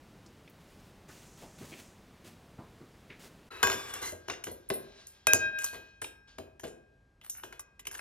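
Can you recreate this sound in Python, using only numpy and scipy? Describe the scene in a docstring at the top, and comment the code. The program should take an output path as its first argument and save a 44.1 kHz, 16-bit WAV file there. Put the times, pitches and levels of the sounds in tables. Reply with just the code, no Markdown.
"""First, dogs doze in a humming room, nudging their bedding and sliding their fur over blankets.
At 3.49 s the scene changes to a quiet room where two small birds climb over two steel bowls on a
glass-topped table. A beak tugs one bowl, which skids, hits the other, bounces and rings. Beaks and
claws tick on the steel, feathers brush it, the bases thud, and there are short, gritty scrapes.
Near 5.3 s a bird hops into the small bowl, which rocks and rings like a bell until a grip damps it.
Lighter taps follow, and near the end a hand steadies the bowl."""
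import sys
import numpy as np
from scipy import signal
from scipy.fft import rfft, irfft, next_fast_len
from scipy.io import wavfile

SR = 44100
rng = np.random.default_rng(int(sys.argv[2]) if len(sys.argv) > 2 else 0)


def dump_mix(stems):
    """Bounce the given channels to the path in sys.argv[1] as a 16-bit WAV at rate SR."""
    frames = np.atleast_2d(stems).T  # one column per channel
    limited = np.clip(frames, -1, 1)  # hard clip at full scale
    pcm = np.round(limited * 32767).astype(np.int16)
    wavfile.write(sys.argv[1], SR, pcm)


N = 353020
TIME = np.arange(N) / SR


def from_db(db):
    """Turn decibels into a number to multiply by."""
    return 10 ** (np.asarray(db) / 20)


def unit_level(x):
    """Scale a signal so its average level (rms) is 1."""
    return x / np.sqrt(np.mean(x ** 2) + 1e-20)


def at_hz(rows, hz):
    """Read a frequency table at any pitch, blending between its rows."""
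    points, *columns = np.transpose(rows)
    return [np.interp(np.log(np.maximum(hz, 1)), np.log(points), c) for c in columns]


def drift(rate):
    """A random wobble that heads for a new value `rate` times a second."""
    knots = rng.standard_normal(int(rate * N / SR) + 2)
    return unit_level(np.interp(TIME * rate, np.arange(len(knots)), knots))


def grains(size, spread_db):
    """Noise made of tiny slips of unequal strength."""
    return rng.standard_normal(size) * from_db(spread_db * np.minimum(rng.exponential(1, size), 6))


def coloured(x, spectrum):
    """Shape a noise from bass to treble, at level 1."""
    size = next_fast_len(N, True)
    gain = from_db(at_hz(spectrum, np.fft.rfftfreq(size, 1 / SR))[0])
    return unit_level(irfft(rfft(x, size) * gain, size)[:N])


def band(x, low_hz, high_hz):
    """Keep what lies between two frequencies."""
    edges = [low_hz, min(high_hz, SR / 2 - 500)]
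    return signal.sosfilt(signal.butter(2, edges, "band", fs=SR, output="sos"), x)


def resonate(x, resonances):
    """Shake an object whose notes die quickly; every second note is flipped in sign."""
    out = 0
    for k, (hz, width, db) in enumerate(resonances):
        r = np.exp(-np.pi * width / SR)
        poles = [1, -2 * r * np.cos(2 * np.pi * hz / SR), r * r]
        out = out + (-1) ** k * from_db(db) * (1 - r * r) / 2 * signal.lfilter([1, 0, -1], poles, x)
    return out


def note(force, hz, sharpness):
    """One quickly dying note; more sharpness gives a clearer pitch."""
    return band(resonate(force, [(hz, hz / sharpness, 0)]), hz / 2, hz * 2)


def clicks_at(times, levels_db):
    """One click at each time."""
    out = np.zeros(N)
    out[np.minimum(np.round(times * SR).astype(int), N - 1)] = from_db(levels_db)
    return out


def bursts(times, levels_db, lengths, body, first_touch, spread_db, rise_share=0.27):
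    """Each contact shakes a body with a first touch, then a dying chatter of slips."""
    age, out = np.arange(SR // 5) / SR, np.zeros(N + SR)
    for s, db, length in zip(times, levels_db, lengths):
        progress = age / max(length, 1 / SR)
        force = grains(len(age), spread_db) * np.minimum(progress / rise_share, 1) * np.exp(-progress)
        force[0] += first_touch * np.linalg.norm(force)
        sound, start = body(force + 1e-18), round(s * SR)
        gain = from_db(db) * np.sqrt(SR / 50)  # the level counts as if spread over 20 ms
        out[start:start + len(age)] += gain * sound / np.linalg.norm(sound)
    return out[:N]


def stroke(start, length, db, rise_s=0.012, fade_s=0.015):
    """A loudness curve that rises, holds and dies away."""
    age = TIME - start
    return from_db(db) * np.clip(age / rise_s, 0, 1) * np.exp(-np.maximum(age - length, 0) / fade_s)


# The tone of the dogs' room. 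Each row: frequency in Hz, relative level in dB.
HUM_TONE = [(15, -58), (25, -0.5), (169, 2.5), (560, -7.5), (1380, -14), (3000, -19), (15500, -33.5)]
def room_hum(level_db=-57):
    """The steady, low hum around the dogs."""
    return from_db(level_db) * coloured(rng.standard_normal(N), HUM_TONE)


# Pushes on the bedding. Each row: start in seconds, thump level in dB, rub level in dB, rub pitch in Hz.
NUDGES = [(0.26, -60, -62.5, 5500), (0.476, -69, -60, 2400), (0.497, -66, -66, 14900),
          (1.089, -58, -56, 1400), (1.419, -48, -52.5, 644), (1.606, -44, -58, 1010),
          (1.715, -49, -49, 2350), (2.581, -44, -52.5, 890), (2.804, -49, -64, 1190),
          (3.095, -51.5, -48.5, 2020)]
def nudges(heavy_db=-51, thump_s=0.026, rub_s=0.041):
    """A dog nudges its bedding: a soft thump and a rub with its own pitch."""
    s, thump_db, _, _ = np.transpose(NUDGES)
    shares = np.minimum(from_db(thump_db - heavy_db), 1)  # light nudges are shorter
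    thumps = bursts(s, thump_db, thump_s * shares, lambda f: band(f, 107, 420),
                    first_touch=0, spread_db=0.5)
    rubs = sum(bursts([t], [db], [rub_s * share], lambda f: note(f, hz, sharpness=3),
                      first_touch=0, spread_db=4) for (t, _, db, hz), share in zip(NUDGES, shares))
    return thumps + rubs


# The tone of a rubbed blanket. Each row: frequency in Hz, relative level in dB.
BLANKET_TONE = [(88, -67), (150, 2.5), (1170, -15.5), (2600, -13), (7130, -18), (15500, -24.5)]
# Slides of fur. Each row: start in seconds, length in seconds, level in dB.
RUSTLES = [(0.6, 0.28, -65.5), (1.08, 0.16, -57.5), (1.37, 0.049, -55.5), (1.58, 0.22, -55),
           (2.24, 0.02, -55), (3.19, 0.05, -55.5)]
RUSTLE_RISE_S, RUSTLE_FADE_S = 0.0074, 0.066
def fur_rustles(crumple_db=2):
    """Fur slides over a blanket, which crumples unevenly."""
    loudness = sum(stroke(*row, RUSTLE_RISE_S, RUSTLE_FADE_S) for row in RUSTLES)
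    crumple = from_db(crumple_db * drift(39.97))
    return loudness * crumple * coloured(grains(N, spread_db=2.5), BLANKET_TONE)


# One hiss. In order: start in seconds, length in seconds, level in dB, pitch in Hz.
STIR_HISS = (1.08, 0.8, -64.5, 6500)
def stirring():
    """A thin, high hiss as a dog stirs."""
    start, length, db, hz = STIR_HISS
    hiss = unit_level(note(rng.standard_normal(N), hz, sharpness=3))
    return stroke(start, length, db, RUSTLE_RISE_S, RUSTLE_FADE_S) * hiss


# The tone of the birds' room. Each row: frequency in Hz, relative level in dB.
HUSH_TONE = [(15, -30.5), (48, 12.5), (103, 3), (7500, -34.5), (11100, -41.5), (13000, -41.5)]
def room_hush(level_db=-65.5):
    """The faint, low hush around the birds."""
    return from_db(level_db) * coloured(rng.standard_normal(N), HUSH_TONE)


# Short notes of a bowl's base. Each row: pitch in Hz, width in Hz, relative level in dB.
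BASE_NOTES = [(82, 45, -4.5), (234.5, 55, -5.5), (390, 108, 0), (514.5, 58, -0.5), (641, 55, 1)]
def thud(force):
    """The base of a bowl thuds on the table top."""
    return band(resonate(force, BASE_NOTES), 33, 740)


# Short notes of a bowl's wall. Each row: pitch in Hz, width in Hz, relative level in dB.
WALL_NOTES = [(920, 350, 0), (1600, 230, 3), (2112, 410, -2.5), (2920, 340, -1.5), (4160, 1900, -6)]
def clack(force):
    """The wall of a bowl clacks, held by a foot or the other bowl."""
    return band(resonate(force, WALL_NOTES), 590, 3400)


# Short notes of a bowl's rim. Each row: pitch in Hz, width in Hz, relative level in dB.
RIM_NOTES = [(5840, 1220, -2.6), (6940, 620, 1.3), (8400, 1300, -0.068), (10020, 1700, 0.67),
             (12180, 1400, -1.1)]
def tick(force):
    """The thin steel rim ticks under a beak or claw."""
    return band(resonate(force, RIM_NOTES), 5800, SR / 2)


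def squeal(hz, wander=0.025, width_hz=110, overtone_db=-7):
    """Sticking steel sings a rough note whose pitch wanders as the point of contact moves."""
    phase = 2 * np.pi * np.cumsum(hz * (1 + wander * drift(22))) / SR
    tones = [drift(width_hz) * np.cos(k * phase) + drift(width_hz) * np.sin(k * phase) for k in (1, 2, 3)]
    return unit_level(tones[0] + from_db(overtone_db) * sum(tones[1:]))


# Slides of a bowl. Each row: start in seconds, length in seconds, level in dB, squeal pitch in Hz,
# hiss in dB compared with the grind.
SKIDS = [(3.504, 0.12, -48, 1302, -7.5), (3.651, 0.4, -49, 1154, -4), (4.012, 0.075, -45.5, 2010, 5)]
def skidding(uneven_db=2, rumble_db=-5.5, squeal_db=-1):
    """A beak tugs the bowl, which sticks and slips on the glass: a grind, a squeal and a hiss."""
    slips = grains(N, spread_db=2) * from_db(uneven_db * drift(70))
    grind = from_db(rumble_db) * unit_level(thud(slips)) + unit_level(clack(slips))
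    hiss = unit_level(tick(slips))
    return sum(stroke(s, length, db) * (grind + from_db(squeal_db) * squeal(hz) + from_db(hiss_db) * hiss)
               for s, length, db, hz, hiss_db in SKIDS)


# A bowl tips and knocks on the table or the other bowl; the first row is the collision.
# Each row: start in seconds, thud, clack and tick levels in dB, chatter time in seconds.
KNOCKS = [(3.629, -31, -24, -26.5, 0.0051), (4.121, -41.5, -58, -51, 0.0017),
          (4.282, -40, -42, -52, 0.0057), (4.298, -43.5, -36, -51.5, 0.0074),
          (4.467, -38.5, -44, -50.5, 0.015), (4.701, -29.5, -34.5, -40, 0.0026),
          (5.269, -35.5, -28, -23, 0.0022), (5.334, -30.5, -31, -13.5, 0.00067),
          (5.729, -46, -46.5, -50, 0.023), (6.017, -46, -42.5, -44, 0.0051),
          (6.383, -40, -47.5, -52.5, 0.004), (6.634, -37, -45.5, -50, 0.014),
          (7.434, -48, -45, -50, 0.0089)]
def knocking():
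    """Knocks, pecks and steps shake base, wall and rim; the heavy base chatters longest."""
    s, thud_db, clack_db, tick_db, chatter = all_contacts()
    return (bursts(s, thud_db, chatter + 0.02, thud, first_touch=0.39, spread_db=2)
            + bursts(s, clack_db, chatter, clack, first_touch=0.19, spread_db=5.5)
            + bursts(s, tick_db, chatter, tick, first_touch=0.38, spread_db=6.5))


def bounces(count=6, first_gap_s=0.042, gap_ratio=0.65, first_db=-8, loss_db=2.5, chatter_s=0.003):
    """After the collision the bowl bounces, each time sooner and softer."""
    s, *levels_db, _ = KNOCKS[0]
    times = s + np.cumsum(first_gap_s * gap_ratio ** np.arange(count))
    return [(t, *(np.array(levels_db) + first_db - loss_db * k), chatter_s) for k, t in enumerate(times)]


def all_contacts(tap_base_db=-12, tap_wall_db=-5):
    """Knocks, bounces and taps, in the columns of KNOCKS. 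A tap hardly moves the base."""
    taps = [(s, clack_db + tap_base_db, clack_db + tap_wall_db, tick_db, TAP_CHATTER_S)
            for s, tick_db, clack_db, _ in TAPS]
    return np.transpose(list(KNOCKS) + bounces() + taps)


# Blows that ring a whole bowl. Each row: start in seconds, strength in dB on the small bowl,
# then on the large one.
RIM_BLOWS = [(3.629, -39, -17.5), (4.7, -51, -47.5), (5.270, -16.5, -58), (7.993, -44, -77)]
# The notes of each bowl. Each row: pitch in Hz, relative level in dB, seconds to fade by 60 dB.
LARGE_BOWL = [(387, -13, .5), (975, -11, .25), (1110, -6, .22), (1550, -8, .26), (1612, -2, .29),
              (2519, -13, .45), (3510, -20, .75), (4947, -26, .7), (5540, -19, .65), (6754, -16, .5),
              (6852, -15, .42), (7150, -15, .36), (13000, -19, .45)]
SMALL_BOWL = [(628, -16, .9), (1608, 0, 2.25), (2505, -7, 1.05), (2557, -14, .55), (3205, -29, 1.2),
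              (3832, -22.5, 1.1), (5382, -30, .9)]
def ringing(cross_s=4.6, small_claw_db=-2, large_claw_db=-7, other_bowl_db=-18, hardest_db=-38,
            main_swell_s=0.022, overtone_grip=0.1):
    """The bowls ring as a bird crosses from the large to the small one, whose main note swells."""
    blow_s, small_db, large_db = np.transpose(RIM_BLOWS)
    s, _, _, tick_db, _ = all_contacts()
    crossed = s > cross_s
    pressed_db = np.minimum(hardest_db - tick_db, 0)  # a hard touch stays on and chokes its own ring
    small, main_hz = 0, max(SMALL_BOWL, key=lambda row: row[1])[0]
    for hz, db, fade_s in SMALL_BOWL:
        grip, swell_s = (1, main_swell_s) if hz == main_hz else (overtone_grip, 0)
        # Earlier grip loss is added back, so a ring loses only what comes after its own hit.
        blows_db = small_db + grip * grip_loss(blow_s)
        claw_db = small_claw_db + pressed_db + other_bowl_db * ~crossed + grip * grip_loss(s)
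        ring = bowl_note(hz, fade_s, blows_db, claw_db, swell_s)
        small = small + from_db(db - grip * grip_loss(TIME)) * ring
    claw_db = large_claw_db + pressed_db + other_bowl_db * crossed
    large = sum(from_db(db) * bowl_note(hz, fade_s, large_db, claw_db) for hz, db, fade_s in LARGE_BOWL)
    return small * rocking() + large


def bowl_note(hz, fade_s, blows_db, claw_db, swell_s=0, varied_db=4):
    """One note of a bowl: rim blows ring it fully; small touches reach high notes best."""
    s, _, clack_db, tick_db, _ = all_contacts()
    reach_db = (tick_db if hz > 4300 else clack_db) + 40 * np.log10(min(hz / 5000, 1))
    touches = clicks_at(s, reach_db + claw_db + varied_db * rng.standard_normal(len(s)))
    blows = clicks_at(np.array(RIM_BLOWS)[:, 0], blows_db)
    if swell_s:
        age = np.arange(int(swell_s * SR) + 1) / SR
        blows = signal.oaconvolve(blows, np.cos(2 * np.pi * hz * age) / len(age))[:N]
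    r, w = from_db(-60 / (fade_s * SR)), 2 * np.pi * hz / SR  # each click starts a fading sine wave
    ring = signal.lfilter([0, np.sin(w)], [1, -2 * r * np.cos(w), r * r], blows + touches + 1e-18)
    return rng.choice([-1, 1]) * ring


def high_notes(low_hz, high_hz, fade_s, count, uneven_db=3, side_scatter=0.13):
    """A fresh cluster of thin steel's crowded high notes, a little different left and right."""
    age = np.arange(SR // 2) / SR
    lines = np.zeros((2, len(age)), complex)
    pitches = low_hz + (high_hz - low_hz) * (np.arange(count) + rng.random(count)) / count
    phases = 2 * np.pi * rng.random(count) + side_scatter * rng.standard_normal((2, count))
    strengths = from_db(uneven_db * rng.standard_normal(count))
    lines[:, (pitches * age[-1]).astype(int)] = strengths * np.exp(1j * phases)
    return unit_level(np.fft.ifft(lines).real * from_db(-60 * age / fade_s)) / np.sqrt(len(age))


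def shimmer(touches, level_db=-4, choke_db=-27, free_fade_s=0.28, held_fade_s=0.06, hand_on_s=7.55):
    """Each contact lands somewhere new and rings other high notes; a hand on the bowl deadens them."""
    choke = from_db(choke_db)  # hard blows press on the steel and ring little more than light ones
    force = choke * np.tanh(touches / choke)
    starts = np.unique((all_contacts()[0] * SR).astype(int))
    out = np.zeros((2, N + SR))
    for start, touch in zip(starts, np.split(force, starts)[1:]):
        fade_s = free_fade_s if start < hand_on_s * SR else held_fade_s
        sound = signal.fftconvolve(touch[None], high_notes(2700, 13100, fade_s, count=48), axes=1)
        out[:, start:start + sound.shape[1]] += sound
    return from_db(level_db) * out[:, :N]


# Taps on the steel. Each row: start in seconds, tick level in dB, clack strength in dB, pitch in Hz.
TAPS = [(3.938, -39.5, -46.5, 1330), (4.335, -72, -47.5, 1900), (4.439, -41, -48.5, 2600),
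        (5.069, -49.5, -83, 5740), (5.586, -41, -49.5, 2550), (5.642, -30, -47, 1100),
        (6.043, -49.5, -43, 2400), (6.596, -54.5, -53, 1576), (7.213, -69, -60.5, 2750),
        (7.297, -36.5, -60, 3100), (7.525, -57, -47.5, 1636), (7.594, -44.5, -52.5, 1090),
        (7.794, -53.5, -56, 2320), (7.852, -58, -53.5, 2520), (7.869, -40.5, -43.5, 2570),
        (7.912, -48, -52, 1600), (7.949, -49, -46.5, 1640), (7.991, -65, -45.5, 1640)]
TAP_CHATTER_S = 0.0042
def tap_notes(note_db=-1):
    """Each tap of a beak or claw sounds a short note, set by where it lands."""
    return sum(bursts([s], [db + note_db], [TAP_CHATTER_S], lambda f: note(f, hz, sharpness=6),
                      first_touch=0.41, spread_db=-2) for s, _, db, hz in TAPS)


# Feather strokes. Each row: start in seconds, length in seconds, level in dB.
BRUSHES = [(4.1, 1.79, -68.5), (6.27, 0.016, -61.5)]
def feathers(uneven_db=4):
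    """Wings and breast brush the bowls as the bird climbs."""
    swish = unit_level(band(grains(N, spread_db=3.5), 500, 5000))
    loudness = sum(stroke(*row, fade_s=RUSTLE_FADE_S) for row in BRUSHES)
    return loudness * from_db(uneven_db * drift(12)) * swish


# Short, gritty scrapes. Each row: start in seconds, length in seconds, level in dB, pitch in Hz.
SCRAPES = [(4.277, 0.036, -44.5, 5780), (5.597, 0.062, -45, 8400), (5.649, 0.021, -43, 3880),
           (6.646, 0.035, -55, 8400), (7.232, 0.034, -51.5, 11150), (7.344, 0.06, -53, 1540),
           (7.913, 0.094, -49.5, 10000)]
def scraping(catches_per_s=300, rub_db=-32, grind_db=-7):
    """Scrapes on the steel, from a claw or a shifting bowl, catch and let go in tiny ticks."""
    catches = rng.random(N) < catches_per_s / SR
    slips = rng.standard_normal(N) * (catches + from_db(rub_db))
    grind = from_db(grind_db) * unit_level(clack(slips))
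    return sum(stroke(s, length, db) * (unit_level(note(slips, hz, sharpness=4)) + grind)
               for s, length, db, hz in SCRAPES)


# Slips off the rim. Each row: start in seconds, level in dB, middle pitch in Hz.
FLICKS = [(4.299, -55, 10200), (4.514, -43.5, 10860), (4.689, -38, 10800), (4.738, -33, 11200),
          (6.016, -38, 8420), (7.371, -44.5, 11300)]
def flicks(spread=1.12, fade_s=0.23):
    """A claw slips off the rim and leaves a few thin, high notes ringing."""
    out = 0
    for s, db, hz in FLICKS:
        cluster = high_notes(hz / spread, hz * spread, fade_s, count=8)
        out = out + signal.oaconvolve(clicks_at(np.array([s]), db)[None], cluster, axes=1)[:, :N]
    return out * np.sqrt(SR / 50)


def rocking(start_s=5.316, throbs_per_s=7.35, settle_s=0.34, depth=0.97):
    """The small bowl wobbles after the hop, so its ring throbs until it settles."""
    age = TIME - start_s
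    swing = depth * np.exp(-(age / settle_s) ** 6) * (age > 0)
    return np.sqrt(1 - swing * np.sin(np.pi * throbs_per_s * age) ** 2)


def grip_loss(times, start_s=5.545, length_s=0.33, db_per_s=65):
    """How many dB a grip on the small bowl has taken from its main note so far."""
    return db_per_s * np.clip(times - start_s, 0, length_s)


# The echo of the birds' room. Each row: frequency in Hz, seconds to fade by 60 dB, level in dB.
ROOM_ECHO = [(400, 0.7, -6.5), (1320, 0.56, -9), (9100, 0.075, -12.5)]
def echo(x):
    """Sound bounces around the room, and each octave dies at its own pace."""
    age, response = np.arange(SR) / SR, 0
    for hz in 88 * 2.0 ** np.arange(8):
        fade_s, db = at_hz(ROOM_ECHO, hz)
        envelope = from_db(-60 * age / fade_s) * np.clip((age - .003) / .008, 0, 1)
        noise = band(rng.standard_normal(SR), hz / np.sqrt(2), hz * np.sqrt(2))
        response = response + from_db(db) * noise * envelope / np.linalg.norm(envelope)
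    return signal.fftconvolve(x, response)[:N]


# Left compared with right. Each row: frequency in Hz, head start in radians, extra level in dB.
LEFT_RIGHT = [(70, 0.12, 0), (430, 1.1, 1.5), (1030, 1.2, 6.5), (2600, 1.31, 0.5), (5500, 1.59, -1),
              (8000, 2.75, 0), (10850, 3.3, 1), (12400, 4.08, -1)]
def stereo(x):
    """Sound reaches two microphone openings out of step and at unequal levels."""
    size = next_fast_len(N + SR // 10)
    lead, balance_db = at_hz(LEFT_RIGHT, np.fft.rfftfreq(size, 1 / SR))
    gains = from_db([balance_db / 2, -balance_db / 2])
    gains = gains / np.sqrt(np.mean(gains ** 2, axis=0))
    return np.fft.irfft(rfft(x, size) * gains * [np.ones(len(lead)), np.exp(-1j * lead)], size)[:, :N]


def birds(ring_echo_db=-12, wide_db=-6, top_hz=13100):
    """The birds and bowls with their echo, over the room's hush."""
    touches = knocking() + tap_notes() + skidding() + scraping() + feathers()
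    rings = ringing()
    into_room = touches + from_db(ring_echo_db) * rings
    near = stereo(touches + rings + shimmer(touches) + flicks() + echo(into_room))
    wide = from_db(wide_db) * band(echo(into_room), 400, 12000) * [[1], [-1]]
    return signal.sosfilt(signal.ellip(8, .5, 50, top_hz, fs=SR, output="sos"), near + wide + room_hush())


def scene(change_s=3.49):
    """First the dogs, heard in the middle, then the birds in stereo."""
    dogs = room_hum() + fur_rustles() + nudges() + stirring()
    return np.where(TIME < change_s, dogs, birds())


def record(dry):
    """Round off the tallest peaks and cut the highest treble."""
    ceiling, top_hz = 0.68, 15800
    rounded = ceiling * np.tanh(dry / ceiling)
    return signal.sosfilt(signal.ellip(10, .1, 80, top_hz, fs=SR, output="sos"), rounded)


dry = scene()
out = record(dry)
dump_mix(out)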